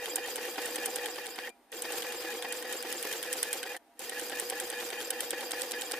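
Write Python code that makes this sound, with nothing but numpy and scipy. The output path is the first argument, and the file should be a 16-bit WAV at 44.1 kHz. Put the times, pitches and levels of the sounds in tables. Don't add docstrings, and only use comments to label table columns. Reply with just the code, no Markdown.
import sys
import numpy as np
from scipy import signal
from scipy.fft import rfft, irfft, next_fast_len
from scipy.io import wavfile
from scipy.ndimage import uniform_filter1d

SR = 44100
rng = np.random.default_rng(int(sys.argv[2]) if len(sys.argv) > 2 else 0)


def bounce(signal):
    frames = np.transpose(np.atleast_2d(signal))
    limited = np.clip(frames, -1, 1)
    pcm = np.round(limited * 32767).astype(np.int16)
    wavfile.write(sys.argv[1], SR, pcm)


def rack_gain(trim_db):
    fader = np.asarray(trim_db, float)
    return 10 ** (fader / 20)


N = 264159
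PADDED = next_fast_len(N)
TIME = np.arange(N) / SR
TURN_MS = 201


def unit_rms(x):
    return x / np.sqrt(np.mean(x ** 2) + 1e-20)


def at_hz(points, hz):
    table_hz, values = np.transpose(points)
    return np.interp(np.log(hz + 1), np.log(table_hz + 1), values)


def drift(rate_hz, size=N):
    r = np.exp(-8 * np.pi * rate_hz / SR)
    noise = rng.standard_normal(size // 4 + 6002)
    slow = signal.lfilter([1], [1, -2 * r, r * r], noise)[6000:]
    return np.interp(np.arange(size) / 4, np.arange(len(slow)), unit_rms(slow))


def resonate(x, hz, width_hz):
    r = np.exp(-np.pi * width_hz / SR)
    poles = [1, -2 * r * np.cos(2 * np.pi * hz / SR), r * r]
    return signal.lfilter([(1 - r * r) / 2, 0, (r * r - 1) / 2], poles, x)


def coloured(spectrum):
    hz = np.fft.rfftfreq(PADDED, 1 / SR)
    white = rfft(rng.standard_normal((2, PADDED)))
    return unit_rms(irfft(white * rack_gain(at_hz(spectrum, hz)), PADDED)[:, :N])


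def cut(x, hz):
    return signal.sosfilt(signal.cheby2(14, 60, hz, fs=SR, output="sos"), x)


def turn_place(turns, middle_ms, half_ms):
    return ((turns - middle_ms / TURN_MS + .5) % 1 - .5) * TURN_MS / half_ms


def turn_dip(turns, depth_db, middle_ms, half_ms):
    return -depth_db * np.exp(-turn_place(turns, middle_ms, half_ms) ** 2)


def turn_swing(turns, peak_ms):
    return np.cos(np.pi * turn_place(turns, peak_ms, TURN_MS / 2))


def frame(modes, shake):
    out = 0
    for hz, width, db in modes:
        out = out + rack_gain(db) * unit_rms(resonate(resonate(shake, hz, 2 * width), hz, width))
    return out


def squeaks(rows, levels_db, turns):
    out = np.zeros((2, N))
    for (middle_ms, half_ms, from_hz, to_hz, rough_hz), db in zip(rows, levels_db):
        place = turn_place(turns, middle_ms, half_ms)
        now = abs(place) < 1.5
        place = place[now]
        phase = 2 * np.pi * np.cumsum(from_hz + (to_hz - from_hz) * (place + 1) / 2) / SR
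        level = rack_gain(db + 1.6 * drift(5.4, len(place))) * np.exp(-place ** 4)
        a, b = drift(rough_hz, len(place)), drift(rough_hz, len(place))
        steady = np.clip(70 / rough_hz, 0, 2.5)
        level = level / np.sqrt(2 + steady ** 2)
        out[0, now] += level * ((steady + a) * np.sin(phase) + b * np.cos(phase))
        out[1, now] += level * (b[::-1] * np.sin(phase) + (steady + a[::-1]) * np.cos(phase))
    return out


def ring_modes(x, modes):
    return sum(rack_gain(db) * resonate(x, hz, width) * (-1) ** k for k, (hz, width, db) in enumerate(modes))


def bursts(times, levels_db, bounces, modes, rise_s):
    envelope = np.zeros(N)
    chance = rng.standard_normal((len(times), len(bounces)))
    for s, db, luck in zip(times, levels_db, chance):
        for (delay, rel_db, decay), lot in zip(bounces, luck):
            i = int((s + delay) * SR)
            t = np.arange(min(1500, N - i)) / SR
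            level = rack_gain(db + rel_db + 2.5 * lot * (delay > 0))
            envelope[i:i + len(t)] += level * (1 - np.exp(-t / rise_s)) * np.exp(-(t / decay) ** 1.43)
    white = rng.standard_normal((2, N))
    return ring_modes(white * envelope + 1e-18, modes) / np.std(ring_modes(white[0, :20000], modes))


# start t/s, stop t/s, start of a pulley turn t/s, turn length t/s
PASSES = [
    (-.1, 1.503, .1586, .2005),
    (1.7195, 3.772, 1.8224, .2010),
    (3.9915, 6.1, 4.0965, .2018),
]


def pulley():
    brake_s, wake_s, wake_db = 0.029, 0.038, -21
    turns, on, braked = np.zeros((3, N))
    for start, stop, zero, length in PASSES:
        now = (TIME >= start - .1) & (TIME < stop + .12)
        turns[now] = (TIME[now] - zero) / length
        stir = rack_gain(wake_db) * np.clip(1 + (TIME - start) / wake_s, 0, 1) * (TIME < start)
        rise = np.clip((TIME - start) / 0.0084, 0, 1) + stir
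        on += rise * np.exp(-np.clip(TIME - stop, 0, 1) / .0035)
        braked += np.clip(1 + (TIME - stop) / brake_s, 0, 1) * (TIME < stop + .1)
    return turns, on, braked


# t/s, motor effort level/dB, rail friction level/dB
DRIVE = [(0, 0.5, -0.5), (.75, 1.5, 3), (1.03, 3, 2), (1.2, -3.5, -1.5), (1.49, -3.5, -4), (1.73, -2.5, -2),
         (1.9, 1, 2.5), (2.4, 1, 0), (3.3, -1.5, 3.5), (3.55, -1.5, .5), (3.76, -2.5, -0.5),
         (4.0, -5, -2.5), (4.3, -0.5, -0.5), (4.7, -0.4, 0.5), (5.2, -0.3, -0.5), (5.45, 0.5, 1),
         (5.99, 0, 0.5)]


def motor_load():
    s, effort_db, friction_db = np.transpose(DRIVE)
    return np.interp(TIME, s, effort_db), np.interp(TIME, s, friction_db)


# middle t/ms, half length t/ms, loss level/dB, pitch slip f/Hz
FALTERS = [(14.73, 7.76, -8.5, 40), (38.15, 6, -7.5, -40), (120.2, 11.07, -1, 42), (143.5, 11.17, -10, 20),
           (187.8, 6.05, -3.5, -15)]
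# t/s, direction
SLIP_LEAN = [
    (1.2, -1),
    (4.2, 1),
]


def whine(turns):
    tooth_hz, tooth_db, wobble = 489.5, -0.6, .005
    db, slip_hz = np.zeros((2, N))
    for middle_ms, half_ms, loss_db, slip in FALTERS:
        slack = np.exp(-turn_place(turns, middle_ms, half_ms) ** 4)
        db += loss_db * slack
        slip_hz += slip * slack
    lean = np.tanh(2 * np.interp(TIME, *np.transpose(SLIP_LEAN)) + 2.496 * drift(7.0))
    hz = (tooth_hz + slip_hz * lean) * (1 + wobble * drift(16.7))
    phase = 2 * np.pi * np.cumsum(hz) / SR
    return rack_gain(tooth_db + db + 1.3 * drift(43)) * np.sin(phase + [[0], [1]])


# f/Hz, width f/Hz, level/dB
LOW_FRAME = [(505, 69, -12.5), (317.5, 29.3, -17), (357, 33, -18.5), (245.5, 10.6, -24.5),
             (781, 200, -11.5), (944, 290, -20.5)]
# middle t/ms, half length t/ms, from f/Hz, to f/Hz, roughness f/Hz
LOW_SQUEAKS = [(83, 20, 800, 860, 12), (155, 8, 760, 800, 30), (138, 18, 380, 320, 20),
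               (5, 12, 760, 780, 30), (125, 16, 790, 760, 60), (30, 14, 740, 800, 30),
               (30, 18, 310, 360, 20), (80, 22, 300, 370, 25), (185, 14, 340, 310, 25)]
LOW_SQUEAK_DB = [-7, -32.5, -6.5, -8.5, -5.5, -6.5, -10.5, -17, -22]


def belt_and_low_frame(turns, shake, effort_db):
    layers = frame(LOW_FRAME, shake) + whine(turns) + squeaks(LOW_SQUEAKS, LOW_SQUEAK_DB, turns)
    return rack_gain(-44 + effort_db) * layers


# f/Hz, width f/Hz, level/dB
MID_FRAME = [(1713, 82, -12), (1868, 16, -18.5), (1476, 165, -15), (2445, 175, -11.5), (2730, 140, -12),
             (3174, 250, -14), (3719, 37, -16.5), (4710, 380, -14.5), (6250, 50, -27.5)]
# middle t/ms, half length t/ms, from f/Hz, to f/Hz, roughness f/Hz
MID_SQUEAKS = [(68, 36, 2430, 2462, 10), (160, 30, 2330, 2460, 30), (64, 36, 1722, 1712, 60),
               (34, 12, 1860, 1885, 80), (94, 12, 1820, 1910, 80), (65, 22, 1895, 1885, 80),
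               (195, 8, 1830, 1860, 40), (82, 14, 2690, 2760, 40), (88, 14, 3040, 3200, 60),
               (160, 9, 3230, 3260, 60), (38, 14, 4780, 4880, 90), (170, 26, 4850, 4960, 90),
               (146, 10, 7220, 7500, 260), (85, 8, 6850, 6950, 150), (165, 20, 12900, 13200, 1200)]
MID_SQUEAK_DB = [-4.5, -11.5, -3, -0.5, -1.5, -7.5, -4.5, -6, -5, -4.5, -8, -1.5, 1.5, -7, -3.5]


def mid_frame(turns, shake, effort_db, brake_db):
    level_db = -46 + 0.33 * effort_db + 1.5 * turn_swing(turns, peak_ms=73) + brake_db
    level_db = level_db + turn_dip(turns, 4.0, 9.6, 4.2)
    return rack_gain(level_db) * (frame(MID_FRAME, shake) + squeaks(MID_SQUEAKS, MID_SQUEAK_DB, turns))


# f/Hz, level/dB per Hz
RUSH = [(18, -64), (30, -30.5), (163, -33.5), (312, -22), (486, -9), (800, -26.5), (1310, -20),
        (1830, -19.5), (3170, -20), (6000, -19.5), (8500, -21.5), (11000, -22), (15100, -19.5)]


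def rail_slide(turns, friction_db, brake_db):
    level_db = -50 + friction_db + 1.2 * turn_swing(turns, peak_ms=126) + brake_db
    slack_db = turn_dip(turns, 3.0, 6.5, 6)
    return rack_gain(level_db + 4.0 + slack_db + 2.0 * drift(127) + 1.8 * drift(10.5)) * coloured(RUSH)


def drive_noise(turns, braked, effort_db, friction_db):
    shake = rng.standard_normal((2, N)) * rack_gain(2.0 * drift(310) + 0.93 * drift(46))
    brake_db = -11 * braked
    return (belt_and_low_frame(turns, shake, effort_db) + mid_frame(turns, shake, effort_db, brake_db)
            + rail_slide(turns, friction_db, brake_db))


TICK_FIRST_S = [0.0568, 1.8200, 4.0942]
TICK_GAP_S = [.1001, .1005, .10097]
TICK_DB = [
    [-30, -17, -45, -24.5, -35.5, -38, -24, -22, -19.5, -22, -24, -37, -32, -36],
    [-24.5, -28, -25.5, -33, -39, -45, -29.5, -23, -30.5, -26, -28.5, -25.5, -25.5, -26, -24, -18, -18.5,
     -19, -30],
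    [-28, -26, -29.5, -21, -21, -21, -26.5, -36, -28.5, -34, -18.5, -20.5, -18, -30.5, -26, -29, -26.5, -25,
     -26],
]
KNOCK_DB = [-35.5, -40.5]
KNOCK_PASS_DB = [1.5, -1.5, 0.7]
# t/s, tick level/dB, dull part level/dB, knock level/dB
JOLTS = [
    (1.491, -39.5, -46, -28),
    (1.718, -35.5, -33, -49),
    (3.7646, -34, -38, -34),
    (3.992, -29.5, -35.5, -58),
]


def tick_rows(effort_db):
    rows = []
    passes = zip(PASSES, TICK_FIRST_S, TICK_GAP_S, TICK_DB, KNOCK_PASS_DB)
    for (_, _, zero, _), first, gap, strengths, pass_db in passes:
        for k, db in enumerate(strengths):
            s = first + k * gap
            second = round((s - zero) / gap) % 2
            dull_db = -30.5 + 0.28 * (db + 24.5)
            knock_db = KNOCK_DB[second] + pass_db + effort_db[int(s * SR)]
            rows.append((s, db, dull_db, knock_db, second))
    return np.transpose(rows + [(*row, 0) for row in JOLTS])


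# f/Hz, width f/Hz, level/dB
DULL_MODES = [(1578, 165, 8), (3060, 360, 9), (4060, 1900, 0), (2400, 420, 3)]
# f/Hz, width f/Hz, level/dB
TICK_MODES = [(8300, 1440, 3), (9500, 840, 7.5), (10020, 1360, 5.5), (12100, 270, -16), (5860, 1300, -15.5),
              (14600, 1900, -5.5), (15400, 1400, -11)]
# delay t/s, level/dB, decay t/s
RATTLE = [
    (-.0015, -37, 0.0027),
    (0, 1.5, 0.0019),
    (.0017, -5, 0.0026),
    (.006, -12.5, 0.004),
]
# t/s, level/dB
REBOUNDS = [(0.1647, -25), (.364, -29), (1.265, -30.5), (4.304, -35), (5.011, -33), (5.5158, -27.5),
            (5.6165, -26.5), (5.717, -21), (5.818, -29.5), (5.917, -22.5)]


def ticks(at, tick_db, second):
    near = bursts(at, tick_db - 2.5, RATTLE, TICK_MODES, rise_s=0.00039)
    flicks = [(s + 0.016, -37) for s in at[second > 0]]
    extra_s, extra_db = np.transpose(REBOUNDS + flicks)
    modes = TICK_MODES + DULL_MODES[2:3]
    near, other = near + bursts(extra_s, extra_db, [(0.0013, 0, 0.0026)], modes, rise_s=0.00054)
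    return np.array([0.82 * near, 0.28 * np.roll(near, 1) + 1.0 * other])


# delay t/s, level/dB, decay t/s
DULL_RATTLE = [
    (.0001, -3, .003),
    (.0065, -7.5, .0045),
]
# f/Hz, width f/Hz, level/dB
KNOCK_MODES = [(332, 74, 8), (496, 101, 9), (820, 193, 6.5), (1860, 1400, 0.5), (3320, 980, -3.5),
               (4870, 330, -1)]


def knocks(at, dull_db, knock_db, on):
    clack_s = at + 0.0261
    hits = bursts(np.r_[at, clack_s], np.r_[dull_db + 0.5, knock_db], DULL_RATTLE, DULL_MODES, rise_s=0.0014)
    knock = bursts(at + 0.0207, knock_db + 4, [(0.00031, 0, 0.0084)], KNOCK_MODES, rise_s=0.0061)
    return hits * on + knock * on ** 4


# t/s, level/dB
BRAKING = [
    (1.471, -35.5),
    (3.745, -35.5),
]


def brake_chirps():
    return bursts(*np.transpose(BRAKING), [(0, 0, 0.0094)], [(1890, 190, 0)], rise_s=0.0025)


# t/s, level/dB
SLAPS = [
    (1.384, -31.5),
    (1.848, -33),
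    (5.478, -48),
    (5.511, -31),
]


def dull_slaps():
    modes = DULL_MODES + [(800, 1200, 0)]
    return bursts(*np.transpose(SLAPS), [(0.0031, 0, 0.0033)], modes, rise_s=0.00062)


# t/s, f/Hz, level/dB, 60 dB decay t/s
RAIL_RINGS = [
    (1.496, 2400, -53, 0.14),
    (1.505, 4730, -72, 0.15),
    (3.765, 1810, -40.5, 0.04),
]


def rail_rings():
    tones = np.zeros(N)
    for s, hz, db, t60 in RAIL_RINGS:
        fall_db = 60 * np.clip(TIME - s, 0, 9) / t60
        tones += rack_gain(db - fall_db) * (TIME > s) * np.sin(2 * np.pi * hz * TIME)
    return np.array([tones, tones]) * rack_gain(2.0 * drift(40))


# f/Hz, level/dB
ROOM = [(18, -49), (30, -13), (151, -24), (248, -3.5), (633, -7), (800, -3.5), (1070, -13), (1380, -11.5),
        (4470, -20.5), (7920, -25), (8570, -20), (9260, -22), (15200, -23)]
# f/Hz, width f/Hz, level/dB
ROOM_HUM = [(244, 9, -82.5), (313.6, 12, -78), (690, 12, -75), (799, 9.3, -76.5), (950, 17, -82),
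            (8697, 15, -92)]


def room_tone():
    return rack_gain(-68.5) * coloured(ROOM) + frame(ROOM_HUM, rng.standard_normal((2, N)))


# f/Hz, share
LIKENESS = [(60, 0.63), (130, 0.63), (300, 0.96), (640, 0.96), (1300, 0.73), (1950, 1), (2300, 0.41),
            (3500, 0.29), (15000, .0)]
# f/Hz, level/dB
TILT = [(60, -3), (110, 3.5), (200, 0), (380, -1.5), (700, -2), (1290, 2), (2380, -0.5), (4400, 0.5),
        (8120, -3.5), (15000, 3.5)]


def ports(pair):
    hz = np.fft.rfftfreq(PADDED, 1 / SR)
    alike = np.clip(at_hz(LIKENESS, hz), 0, 1)
    lean = rack_gain(at_hz(TILT, hz) / 2)
    mid, side = rfft(pair, PADDED) * np.sqrt([1 + alike, 1 - alike])
    return irfft(np.array([(mid + side) * lean, (mid - side) / lean]), PADDED)[:, :N]


def patchy(x, depth_db):
    hz, s, z = signal.stft(x, SR, nperseg=1024)
    draw = rng.standard_normal((len(hz) // 5 + 1, len(s)))
    field = np.repeat(uniform_filter1d(draw, size=3, axis=1), 5, axis=0)[:len(hz)]
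    gaps_db = -30 * (field < -.85)
    treble = np.clip((hz[:, None] - 3000) / 5000, 0, 1)
    gain = rack_gain(treble * (depth_db * field + gaps_db))
    return signal.istft(z * gain, SR, nperseg=1024)[1][:, :N]


def scene():
    turns, on, braked = pulley()
    effort_db, friction_db = motor_load()
    at, tick_db, dull_db, knock_db, second = tick_rows(effort_db)
    mix = drive_noise(turns, braked, effort_db, friction_db) * on
    mix = mix + knocks(at, dull_db, knock_db, on) + brake_chirps()
    mix = mix + dull_slaps() + rail_rings() + room_tone()
    return cut(patchy(ports(mix), depth_db=1.5), 15550) + ticks(at, tick_db, second)


def roll_off(x):
    return signal.sosfilt(signal.butter(12, 16490, fs=SR, output="sos"), x)


def record(dry):
    mix = cut(dry, 16750)
    return roll_off(mix)


dry = scene()
out = record(dry)
bounce(out)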